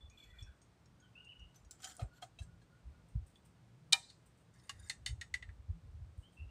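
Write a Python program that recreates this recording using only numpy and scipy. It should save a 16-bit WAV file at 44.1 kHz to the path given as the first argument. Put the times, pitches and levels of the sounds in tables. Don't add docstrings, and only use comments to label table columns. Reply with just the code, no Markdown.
import sys
import numpy as np
from scipy import signal
from scipy.fft import rfft, irfft, next_fast_len
from scipy.io import wavfile
from scipy.ndimage import uniform_filter1d, map_coordinates

SR = 44100
rng = np.random.default_rng(int(sys.argv[2]) if len(sys.argv) > 2 else 0)


def transcribe(u):
    v = np.clip(np.atleast_2d(u).T, -1, 1)
    q = np.round(v * 32767).astype(np.int16)
    wavfile.write(sys.argv[1], SR, q)


N = 286650
TIME = np.arange(N) / SR
AGE = np.arange(SR // 3) / SR
TOP_HZ = 15600


def amp(db):
    return 10 ** (np.asarray(db) / 20)


def unit(x):
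    return x / np.sqrt(np.mean(x ** 2) + 1e-20)


def along(points, hz):
    freqs, values = np.transpose(points)
    return np.interp(np.log(hz + 1), np.log(freqs + 1), values)


def wobble(rate, size=N):
    knots = rng.standard_normal(int(size * rate / SR) + 4)
    grid = np.arange(0, len(knots) - 1, 1 / 8)
    return np.interp(TIME[:size] * rate, grid, map_coordinates(knots, [grid]))


def filtered(x, response):
    size = next_fast_len(len(x) + 8192)
    return irfft(rfft(x, size) * response(np.fft.rfftfreq(size, 1 / SR)), size)[:len(x)]


def coloured(x, spectrum):
    return filtered(x, lambda hz: amp(along(spectrum, hz)))


def passed(x, kind, edge_hz, order):
    return signal.sosfilt(signal.butter(order, edge_hz, kind, fs=SR, output='sos'), x)


def noise(spectrum):
    return unit(coloured(rng.standard_normal(N), spectrum))


def add(track, start_s, sound):
    part = track[max(round(start_s * SR), 0):][:len(sound)]
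    part += sound[:len(part)]


def fade(fade_s):
    return np.exp(-np.log(1000) * AGE / fade_s)


def swell(rise_s):
    return 1 - np.exp(-AGE / rise_s)


def strokes(rows):
    out = np.zeros(N)
    for start_s, rise_s, hold_s, db, fade_s in rows:
        dying_s = np.maximum(TIME - start_s - rise_s - hold_s, 0)
        out += amp(db - 60 * dying_s / fade_s) * np.clip((TIME - start_s) / rise_s, 0, 1)
    return out


def crack(low_hz, high_hz, fade_s):
    edges_hz = [low_hz, min(high_hz, SR / 2.2)]
    return unit(passed(rng.standard_normal(len(AGE)), 'band', edges_hz, order=2)) * fade(fade_s)


def ring(modes, spread_db, blur, contacts=((0, 0),)):
    chance = rng.standard_normal((len(modes), 2))
    drift = blur * np.cumsum(rng.standard_normal((len(modes), len(AGE))), axis=1) / np.sqrt(SR)
    out = np.zeros(len(AGE))
    for (hz, db, fade_s), (strength, phase), wander in zip(modes, chance, drift):
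        energy = sum((AGE >= s) * (amp(push_db) * np.interp(AGE - s, AGE, fade(fade_s))) ** 2
                     for s, push_db in contacts)
        tone = np.sin(2 * np.pi * (hz * AGE + phase + wander))
        out += amp(db + spread_db * strength) * np.sqrt(energy) * tone
    return out / np.linalg.norm([amp(db) for hz, db, fade_s in modes])


def resonant(catches, modes):
    return unit(signal.fftconvolve(catches, ring(modes, spread_db=-5.5, blur=0.9))[:N])


def grit(spectrum, rate, spread_db, patchy_db):
    catches = (rng.random(N) < rate / SR) * rng.standard_normal(N)
    catches *= amp(spread_db * np.clip(rng.standard_normal(N), -2, 2))
    slices = signal.stft(catches, nperseg=256)[2]
    patches = uniform_filter1d(rng.standard_normal(slices.shape), size=3, axis=0)
    patches = unit(uniform_filter1d(patches, size=3, axis=1))
    catches = signal.istft(slices * amp(patchy_db * patches), nperseg=256)[1][:N]
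    return unit(coloured(catches, spectrum))


# freq_hz, fade_s
ECHO_FADES = [(300, 0.42), (1000, 0.45), (4000, 0.33), (8000, 0.6), (14000, 0.29)]
def forest(x, depth):
    hz, seconds, slices = signal.stft(rng.standard_normal(SR), SR, nperseg=256)
    fade_s = depth * along(ECHO_FADES, hz)[:, None]
    tail = signal.istft(slices * np.exp(-np.log(1000) * seconds / fade_s), SR, nperseg=256)[1]
    tail *= 1 - np.exp(-np.arange(len(tail)) / SR / 0.011)
    return signal.fftconvolve(x, tail / np.linalg.norm(tail))[:N]


def scattered(x, spread_hz, depth):
    return forest(x * unit(wobble(spread_hz)), depth)


# freq_hz, level_db
AIR_TONE = [(18, -38.5), (35, -15), (60, -5), (150, -9), (240, -12), (400, -16.5), (570, -18.5),
            (1300, -23), (1900, -27), (4000, -32), (7400, -37), (8500, -35.5), (10200, -41), (16000, -35.5)]
def air():
    return amp(-69.5) * noise(AIR_TONE) * amp(0.26 * wobble(5.7))


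# time_s, level_db
MOTOR_LEVELS = [(0, -85.5), (1.0, -70.5), (2.0, -76), (2.4, -65), (2.8, -69.5), (3.8, -66.5), (4.6, -70.5),
                (6.5, -74.5)]
# freq_hz, level_db
MOTOR_TONE = [(70, -42), (100, -4), (118, 5), (142, -6.5), (170, -1), (200, -10.5), (300, -40),
              (500, -90.5)]
def motor():
    times_s, levels_db = np.transpose(MOTOR_LEVELS)
    return amp(np.interp(TIME, times_s, levels_db)) * noise(MOTOR_TONE) * amp(1.7 * wobble(6.6))


# start_s, length_s, level_db, pitch_hz
SQUEAKS = [(.003, 0.037, -68.5, 3460), (.048, 0.043, -74, 3450), (0.172, 0.018, -64, 3420),
           (0.199, 0.012, -61, 3440), (0.221, 0.033, -63.5, 3400), (0.299, 0.022, -70, 3450),
           (0.384, 0.018, -59.5, 3430), (0.408, 0.017, -61.5, 3390)]
# freq_hz, level_db
SQUEAK_TONES = [(3440, 5.5), (4250, -20), (7500, -30), (8500, -23)]
def squeaks():
    out = np.zeros(N)
    for start_s, length_s, db, pitch_hz in SQUEAKS:
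        count = int(length_s * SR)
        speed = (1 + 0.0069 * wobble(147, count)) * pitch_hz / SQUEAK_TONES[0][0]
        clock = np.cumsum(speed) / SR
        tones = sum(amp(tone_db) * np.sin(2 * np.pi * hz * clock) for hz, tone_db in SQUEAK_TONES)
        add(out, start_s, amp(db) * signal.windows.tukey(count, 0.6) * tones)
    return out + amp(-9) * scattered(out, spread_hz=110, depth=1)


# freq_hz, level_db
WIND_TONE = [(20, -28.5), (35, -7), (60, -1), (100, -1.5), (130, -5), (170, -24.5), (260, -41),
             (480, -91.5)]
# start_s, rise_s, hold_s, level_db, fade_s, top_hz
PUFFS = [(0.019, 0.02, 0.039, -54, 0.26, 82), (0.249, 0.017, 0.234, -59, 0.18, 80),
         (1.356, 0.027, 0.058, -58, 0.27, 68.5), (1.63, 0.018, .02, -56.5, 0.16, 79.7),
         (2.397, 0.027, .02, -56, 0.6, 142), (2.846, 0.029, 0.033, -50.5, 0.44, 78),
         (3.15, 0.014, 0.028, -42.5, 0.2, 81), (4.713, 0.029, 0.009, -53, 1.0, 99.7),
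         (4.999, 0.12, 0.036, -48, 0.31, 132.6), (5.306, 0.031, 0.27, -54, 0.62, 103),
         (5.804, 0.037, 0.212, -51.5, 0.41, 122), (6.378, 0.026, 0.031, -48.5, 0.44, 78.8)]
def breeze():
    swirls = unit(noise(WIND_TONE) * amp(1.9 * wobble(18)))
    out = amp(-74) * swirls
    for *puff, top_hz in PUFFS:
        out += strokes([puff]) * unit(passed(swirls, 'low', top_hz, order=3))
    return out


def whistle(length_s, start_hz, end_hz, waver):
    count = int(length_s * SR)
    pitch_hz = np.linspace(start_hz, end_hz, count) * (1 + waver * wobble(169, count))
    return signal.windows.tukey(count, 0.4) * np.sin(2 * np.pi * np.cumsum(pitch_hz) / SR)


# start_s, length_s, pitch_hz, level_db
FAR_NOTES = [(0.093, 0.078, 2436, -68.5), (0.178, 0.09, 2360, -69), (0.247, 0.17, 1930, -71),
             (0.318, 0.14, 2400, -71.5), (0.333, 0.031, 1518, -67.5), (0.462, 0.035, 1540, -65.5)]
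def far_birds():
    out = np.zeros(N)
    for start_s, length_s, hz, db in FAR_NOTES:
        add(out, start_s, amp(db) * whistle(length_s, hz, hz, waver=0.031))
    return amp(-2) * out + amp(-2.5) * scattered(out, spread_hz=200, depth=0.72)


# start_s, level_db
TICKS = [(0.098, -58.5), (0.237, -63.5), (0.424, -55), (.616, -61), (0.857, -61), (1.0, -64.5),
         (1.246, -60.5), (1.394, -63.5), (1.648, -61)]
# pitch_hz, level_db, fade_s
TWIG_MODES = [(5500, -10, 0.099), (5800, -9, 0.11), (6600, 1, 0.08), (8470, -6, 0.073)]
def twig():
    out = np.zeros(N)
    for start_s, db in TICKS:
        tick = amp(-6) * ring(TWIG_MODES, spread_db=5.5, blur=2)
        tick += amp(-1) * crack(3200, 7900, fade_s=0.019)
        add(out, start_s, amp(db) * tick * swell(0.0017))
    return out


# start_s, rise_s, hold_s, level_db, fade_s
SWISHES = [(.1, 0.13, 0.024, -70.5, 0.53), (.35, 0.063, .01, -72, 0.16),
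           (2.125, 0.014, 0.047, -71.5, 0.099)]
# freq_hz, level_db
CLOTH_TONE = [(900, -18), (1400, 11), (2400, -3), (3000, 12), (4200, -3), (6000, 3), (7500, 2), (9500, -17),
              (12000, -2), (14000, -13)]
# pitch_hz, level_db, fade_s
GRIP_MODES = [(4320, -10.5, .02), (7470, -5, 0.015), (12000, -1.5, 0.0045)]
def sleeve_and_grip():
    movement = strokes(SWISHES) * amp(3.2 * wobble(58.7))
    cloth = amp(-7) * noise(CLOTH_TONE)
    grip = amp(-4.5) * resonant(rng.standard_normal(N), GRIP_MODES)
    return movement * (cloth + grip)


def bump(hz, width_s):
    from_peak_s = AGE - AGE.mean()
    return np.exp(-(from_peak_s / width_s) ** 2) * np.cos(2 * np.pi * hz * from_peak_s)


# peak_s, level_db, pitch_hz, half_length_s
THUMPS = [(0.427, -39.5, 77, 0.0072), (2.031, -31.5, 103, 0.0082), (2.418, -37, 84, 0.0091),
          (3.161, -30, 103, 0.0061), (3.91, -55.5, 158, 0.023), (5.705, -32, 83.9, 0.014),
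          (5.765, -53, 165.6, 0.032), (6.19, -39, 77, 0.0081)]
def thumps():
    out = np.zeros(N)
    for peak_s, db, hz, width_s in THUMPS:
        start_s, strength = peak_s - AGE.mean(), amp(db)
        octave = amp(9) * strength ** 2 * bump(2 * hz, width_s / 2)
        rebound = amp(24) * strength ** 2 * bump(hz * 0.51, width_s / 0.51)
        add(out, start_s, strength * bump(hz, width_s) + octave)
        add(out, start_s + 0.02, rebound)
    return out


# start_s, level_db
PIPING = [(.985, -67.5), (1.14, -74), (1.31, -80), (1.47, -77), (1.65, -79), (1.87, -69.5), (2.068, -68),
          (2.171, -72), (2.459, -79), (2.69, -71.5), (2.92, -77)]
def piping_bird(first_hz=1485, sink_hz_per_s=27, length_s=0.08):
    out = np.zeros(N)
    for start_s, db in PIPING:
        hz = first_hz - sink_hz_per_s * (start_s - PIPING[0][0])
        add(out, start_s, amp(db) * whistle(length_s, hz, hz, waver=0.0065))
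    return amp(-9) * out + amp(-2.5) * scattered(out, spread_hz=60, depth=0.79)


# start_s, length_s, start_hz, end_hz, level_db
CHIRPS = [(1.015, 0.058, 3350, 2960, -70.5), (1.151, 0.024, 2630, 2700, -54),
          (1.173, 0.024, 2666, 2910, -54.5), (1.197, 0.02, 2830, 2840, -57),
          (1.236, 0.047, 2853, 2726, -59), (1.268, 0.019, 2675, 2890, -57), (1.286, 0.036, 2960, 2905, -51),
          (1.311, 0.03, 2920, 2854, -53.5), (1.315, 0.018, 2750, 2550, -57.5),
          (1.353, 0.026, 2877, 2913, -57), (1.389, 0.04, 2905, 2890, -58), (6.223, 0.06, 2910, 3260, -66.5),
          (6.366, 0.04, 2730, 2596, -61), (6.393, 0.02, 2650, 2763, -55.5),
          (6.42, 0.021, 2765, 2810, -65.5), (6.486, .03, 2750, 2750, -64)]
def near_bird():
    out = np.zeros(N)
    for start_s, length_s, start_hz, end_hz, db in CHIRPS:
        add(out, start_s, amp(db) * whistle(length_s, start_hz, end_hz, waver=0.011))
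    out *= unit(amp(2.5 * wobble(450)))
    return amp(-2.5) * out + amp(-6.5) * scattered(out, spread_hz=190, depth=0.78)


# start_s, rise_s, hold_s, level_db, fade_s
SWEEPS = [(1.54, 0.0091, 0.0093, -67, 0.25), (1.715, 0.0097, 0.0082, -68, 0.22),
          (1.785, 0.03, .02, -63, 0.19), (1.82, 0.014, 0.035, -53.5, 0.21),
          (1.868, 0.0092, 0.041, -59.5, 0.13), (1.98, 0.034, 0.0072, -59.5, 0.062),
          (2.215, 0.0079, 0.006, -56.5, 0.12)]
# freq_hz, level_db
LEAF_TONE = [(300, -34), (600, -25), (750, 17), (950, -14), (1200, 4), (2300, -3.5), (3200, -2), (4600, -3),
             (7200, -2), (9000, -5.5), (15000, -4)]
# pitch_hz, level_db, fade_s
LEAF_MODES = [(1245, -8, 0.085), (1500, -5, 0.07), (3040, 3, 0.056), (3130, 4, 0.038), (4070, -7, .06),
              (7200, 2, 0.055), (7950, -2, 0.053), (8000, 0, 0.056)]
def rustle():
    catches = unit(grit(LEAF_TONE, rate=3500, spread_db=2, patchy_db=4) * amp(1.1 * wobble(150)))
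    return strokes(SWEEPS) * (amp(-2) * catches + amp(-9.5) * resonant(catches, LEAF_MODES))


# start_s, level_db, centre_hz
BREAKS = [(1.559, -57.5, 5850), (1.7098, -41.5, 7680), (1.793, -61, 5440), (1.8208, -48, 6960),
          (1.832, -44, 5500), (1.8440, -38.5, 6550), (1.844, -42.5, 3050), (1.898, -50, 6900),
          (1.951, -54, 7500), (1.967, -46.5, 7950), (2.029, -55, 8020), (2.432, -56, 8060),
          (3.357, -56.5, 3320)]
def breaking_leaves():
    out = np.zeros(N)
    for start_s, db, hz in BREAKS:
        modes = [(hz * 0.95, -3, 0.06), (hz * 1.04, 0, 0.08), (hz * 2, -6, 0.06)]
        blade = ring(modes, spread_db=6.5, blur=1.3)
        crumble = crack(hz / 1.8, hz * 1.15, fade_s=0.07) * amp(3.1 * wobble(600, len(AGE)))
        flick = crack(hz, hz * 1.48, fade_s=0.0068)
        softness = amp(np.clip(-57.5 - db, -30, 3))
        body = amp(-12.5) * (1 + softness) * blade + amp(-12) / (1 + softness) * crumble
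        add(out, start_s, amp(db) * (flick + body) * swell(0.00096 * softness))
    return out


# start_s, rise_s, hold_s, level_db, fade_s
SCUFFS = [(1.83, 0.022, 0.039, -79, .15), (1.975, 0.034, 0.035, -59, 0.13)]
# freq_hz, level_db
SOIL_TONE = [(120, -17), (220, -1), (330, -5), (520, -1), (700, 2.5), (950, -20), (1300, -11), (2200, -29),
             (5000, -45)]
def soil_scuffs():
    return strokes(SCUFFS) * noise(SOIL_TONE) * amp(1.9 * wobble(98))


def blows(events, modes, main_db, main_fade_s, crack_db, rise_s, bounce_s, bounce_db):
    out = np.zeros(N)
    for start_s, db, body_db, bright_db, main_hz, second_hz, second_db in events:
        wood = ring(modes, spread_db=2.96, blur=1, contacts=[(0, 0), (bounce_s, bounce_db)])
        wood += amp(crack_db) * crack(850, 10400, fade_s=0.076)
        treble = [(6500, bright_db), (9000, bright_db), (12000, bright_db - 2.5)]
        wood = coloured(wood * swell(rise_s), [(1100, body_db), (2000, 0.0062)] + treble)
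        tones = ring([(main_hz, 0, main_fade_s)], spread_db=2.5, blur=1.25)
        tones += amp(second_db) * ring([(second_hz, 0, main_fade_s)], spread_db=3, blur=1.76)
        add(out, start_s, amp(db) * (wood + amp(main_db) * tones * swell(0.0016)))
    return out


# start_s, level_db, body_db, bright_db, main_hz, second_hz, second_db
KNOCKS = [(1.845, -57.5, 18, 6, 760, 3200, 1), (1.994, -41.5, 3, -1.5, 700, 1289, -3.5),
          (2.012, -40.5, 6, -12, 698, 2520, -8.5), (2.2235, -37, 7.5, -2, 732, 3300, -9),
          (2.387, -45.5, -1, 4, 3880, 2660, -3), (2.418, -59.5, -6, 15, 4040, 1640, 3),
          (2.615, -64.5, -10, 6, 4210, 1650, 1)]
# pitch_hz, level_db, fade_s
GROUNDED_MODES = [(685, -7, 0.084), (751, -16, 0.11), (1260, -3, 0.059), (2130, -13, 0.082),
                  (2750, -1, 0.016), (3240, 4, 0.031), (4080, 1, 0.044), (4280, -4, 0.029),
                  (6300, -14, 0.09), (8280, -15, 0.11)]
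def ground_knocks():
    return blows(KNOCKS, GROUNDED_MODES, main_db=-4.5, main_fade_s=0.064, crack_db=-11.5,
                 rise_s=0.0075, bounce_s=0.0017, bounce_db=-19)


# start_s, hold_s, level_db
TOUCHES = [(3.082, 0.0075, -74.5), (3.261, 0.0056, -68.5), (3.294, .008, -79.5), (3.348, 0.015, -76.5),
           (3.448, 0.0076, -68), (4.255, 0.0097, -69), (4.371, .04, -79), (6.173, .06, -76.5),
           (6.32, 0.027, -77.5)]
# freq_hz, level_db
TOUCH_TONE = [(2500, -13), (7000, -10), (8500, 4), (9500, -2.5), (11000, -14), (14000, -1.5)]
def brushed_leaves():
    movement = strokes([(start_s, 0.005, hold_s, db, 0.16) for start_s, hold_s, db in TOUCHES])
    return movement * noise(TOUCH_TONE) * amp(2.7 * wobble(250))


def bending(x, lag_s):
    slowness = lag_s / (2000 ** -0.5 - TOP_HZ ** -0.5)
    return filtered(x, lambda hz: np.exp(-2j * np.pi * slowness * (2 * hz ** 0.5 - hz / TOP_HZ ** 0.5)))


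# start_s, level_db, crack_db
SNAP_HITS = [(3.9236, -33.5, 3), (3.9252, -18, -10.5), (3.9304, -13, 0.5), (3.9312, -18.5, 4.5)]
# pitch_hz, level_db, fade_s
BOW_MODES = [(785, -22, 0.14), (947, -26, .18), (1262, -27, .13), (1360, -27, .12), (1600, -25, 0.05),
             (1707, -27.5, .11), (1825, -26, 0.12), (2396, -8.5, 0.078), (2524, -14, .04),
             (2985, -6, 0.046), (3160, -9.5, 0.034), (3600, -7, .036), (3725, -0.5, .04),
             (3987, -2.5, 0.037), (4337, -8, 0.04), (4585, -13.5, 0.04), (4902, -12, .03),
             (5129, -7.5, .036), (7078, -13, .028), (7928, -14, .035), (8230, -13, 0.028),
             (8640, -8, 0.033)]
def arrow_snap():
    out, start_s = np.zeros(N), SNAP_HITS[0][0]
    contacts = [(hit_s - start_s, db) for hit_s, db, _ in SNAP_HITS]
    add(out, start_s, amp(-2) * ring(BOW_MODES, spread_db=-1.5, blur=0.4, contacts=contacts))
    for hit_s, db, crack_db in SNAP_HITS:
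        add(out, hit_s, amp(db + crack_db - 1.5) * crack(3000, 9000, fade_s=0.0053))
        add(out, hit_s, amp(db - 27) * crack(940, 13000, fade_s=0.11))
    body = crack(510, 1100, fade_s=0.15) * swell(0.026) * amp(2.5 * wobble(240, len(AGE)))
    add(out, start_s, amp(-43) * body)
    return passed(bending(out, lag_s=0.0008), 'high', 560, order=4)


# start_s, level_db, body_db, bright_db, main_hz, second_hz, second_db
TAPS = [(4.1, -59, -17, 2, 4470, 9000, -6.5), (4.6934, -37, -6, 0.5, 2840, 1134, -2.5),
        (4.896, -33, -5.5, 2, 4300, 2040, -5.5), (5.0606, -31.5, -10.5, -1, 3017, 3680, -5),
        (5.2114, -36, -8, -6.5, 1910, 2985, -9), (5.3393, -34, -17.5, -3.5, 1977, 2056, -9),
        (5.424, -39.5, -25, -20.5, 1985, 3460, -14), (5.4883, -49.5, -9, -28, 1965, 1700, -11)]
# pitch_hz, level_db, fade_s
SHAFT_MODES = [(809, -17, 0.15), (1040, -23, 0.11), (1385, -13, 0.1), (1650, -7, 0.08), (1830, -7, 0.13),
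               (1975, -4.5, 0.09), (2110, -2, 0.045), (2270, -10, 0.06), (2530, -15, .1), (2740, -11, 0.08),
               (2980, -8, 0.06), (3520, -6, 0.045), (3690, -2, 0.06), (4100, -2.5, 0.04), (4400, -5, .04),
               (4580, -4, 0.045), (4760, -7, 0.04), (5380, -7, 0.03), (5620, -9, .03), (6450, -7, 0.027),
               (6660, -1, 0.04), (7080, -8, .03), (7820, -4, 0.03), (8130, -7.5, 0.03), (8580, -4.5, 0.033),
               (9450, -11, .025)]
def arrow_taps():
    taps = blows(TAPS, SHAFT_MODES, main_db=0, main_fade_s=0.047, crack_db=-8,
                 rise_s=0.00067, bounce_s=0.008, bounce_db=-34)
    return bending(taps, lag_s=0.0012)


# pitch_hz, level_db, fade_s
STRING_MODES = [(1820, -4, 0.32), (1940, -2, .25), (2160, -3.5, 0.22), (2370, -1, 0.2), (3605, 2, 0.36),
                (3720, 1, 0.2), (4050, 0.5, 0.38), (4423, -2.5, 0.32), (5140, -4, .22), (5884, -5.5, 0.36),
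                (7050, -5.5, 0.23), (7840, -3, 0.51), (8400, -4, 0.26)]
def bowstring():
    out = np.zeros(N)
    hits = [(SNAP_HITS[-1][0], -47)] + [(start_s, db - 33.5) for start_s, db, *_ in TAPS]
    for start_s, db in hits:
        add(out, start_s, amp(db) * ring(STRING_MODES, spread_db=2, blur=1.8) * swell(0.01))
    return out


def leaf_echo(x):
    shimmer = scattered(x, spread_hz=740, depth=0.55) * amp(2 * wobble(150))
    return passed(shimmer, 'high', 7500, order=4)


def trunk_echo(x, delay_s):
    out = np.zeros(N)
    tone = [(1000, -10), (2600, -13), (4400, 9.5), (6500, -10), (9000, -5)]  # freq_hz, level_db
    add(out, delay_s, coloured(forest(x, depth=0.5), tone))
    return out


# start_s, rise_s, hold_s, level_db, fade_s
SLIDES = [(4.53, 0.021, 0.19, -74, 0.5), (4.74, 0.11, 0.029, -67.5, 0.11)]
# freq_hz, level_db
GRAIN_TONE = [(900, -25), (1500, 7), (1950, 5.5), (2500, -12), (3800, -7), (5000, 1), (6000, -0.5),
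              (7500, -1.5), (9400, 8.5), (10700, -2), (14000, 0)]
# start_s, level_db, centre_hz
SNAGS = [(4.539, -66.5, 8350), (4.5967, -62, 5240), (4.794, -75, 4860), (4.8558, -69.5, 7900),
         (4.887, -53.5, 8300)]
def arrow_slide():
    catches = unit(grit(GRAIN_TONE, rate=5000, spread_db=3, patchy_db=6) * amp(2.3 * wobble(56)))
    ringing = amp(-2.5) * resonant(catches, SHAFT_MODES) + amp(-6) * resonant(catches, STRING_MODES)
    out = strokes(SLIDES) * (amp(-2.5) * catches + ringing)
    for start_s, db, hz in SNAGS:
        snag = crack(hz / 1.5, hz * 1.06, fade_s=0.024) * amp(3 * wobble(500, len(AGE)))
        snag += amp(-4) * ring([(hz, 0, 0.07)], spread_db=-3, blur=3)
        add(out, start_s, amp(db) * snag * swell(0.00092))
    return out


def scene():
    snap, taps = arrow_snap(), arrow_taps()
    small = taps + ground_knocks() + twig()
    small += rustle() + breaking_leaves() + soil_scuffs() + brushed_leaves()
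    echoes = scattered(amp(-13) * small + amp(-19) * snap, spread_hz=130, depth=0.29)
    echoes += amp(-21.5) * leaf_echo(snap)
    echoes += forest(amp(-29) * snap + amp(-32) * taps, depth=0.94)
    echoes += amp(-42) * trunk_echo(snap, delay_s=0.09) + amp(-40) * trunk_echo(snap, delay_s=0.15)
    handling = squeaks() + sleeve_and_grip() + arrow_slide()
    birds = far_birds() + piping_bird() + near_bird()
    background = air() + motor() + breeze() + thumps()
    return (snap + small + bowstring() + echoes + handling + birds + background)[None]


def record(dry):
    tone = [(20, -11), (35, -11.5), (50, 0), (9000, 0), (11000, -7.5), (14000, -10.5), (15500, -15.5)]
    return filtered(dry[0], lambda hz: amp(along(tone, hz)) * (hz < TOP_HZ))[None]


dry = scene()
out = record(dry)
transcribe(out)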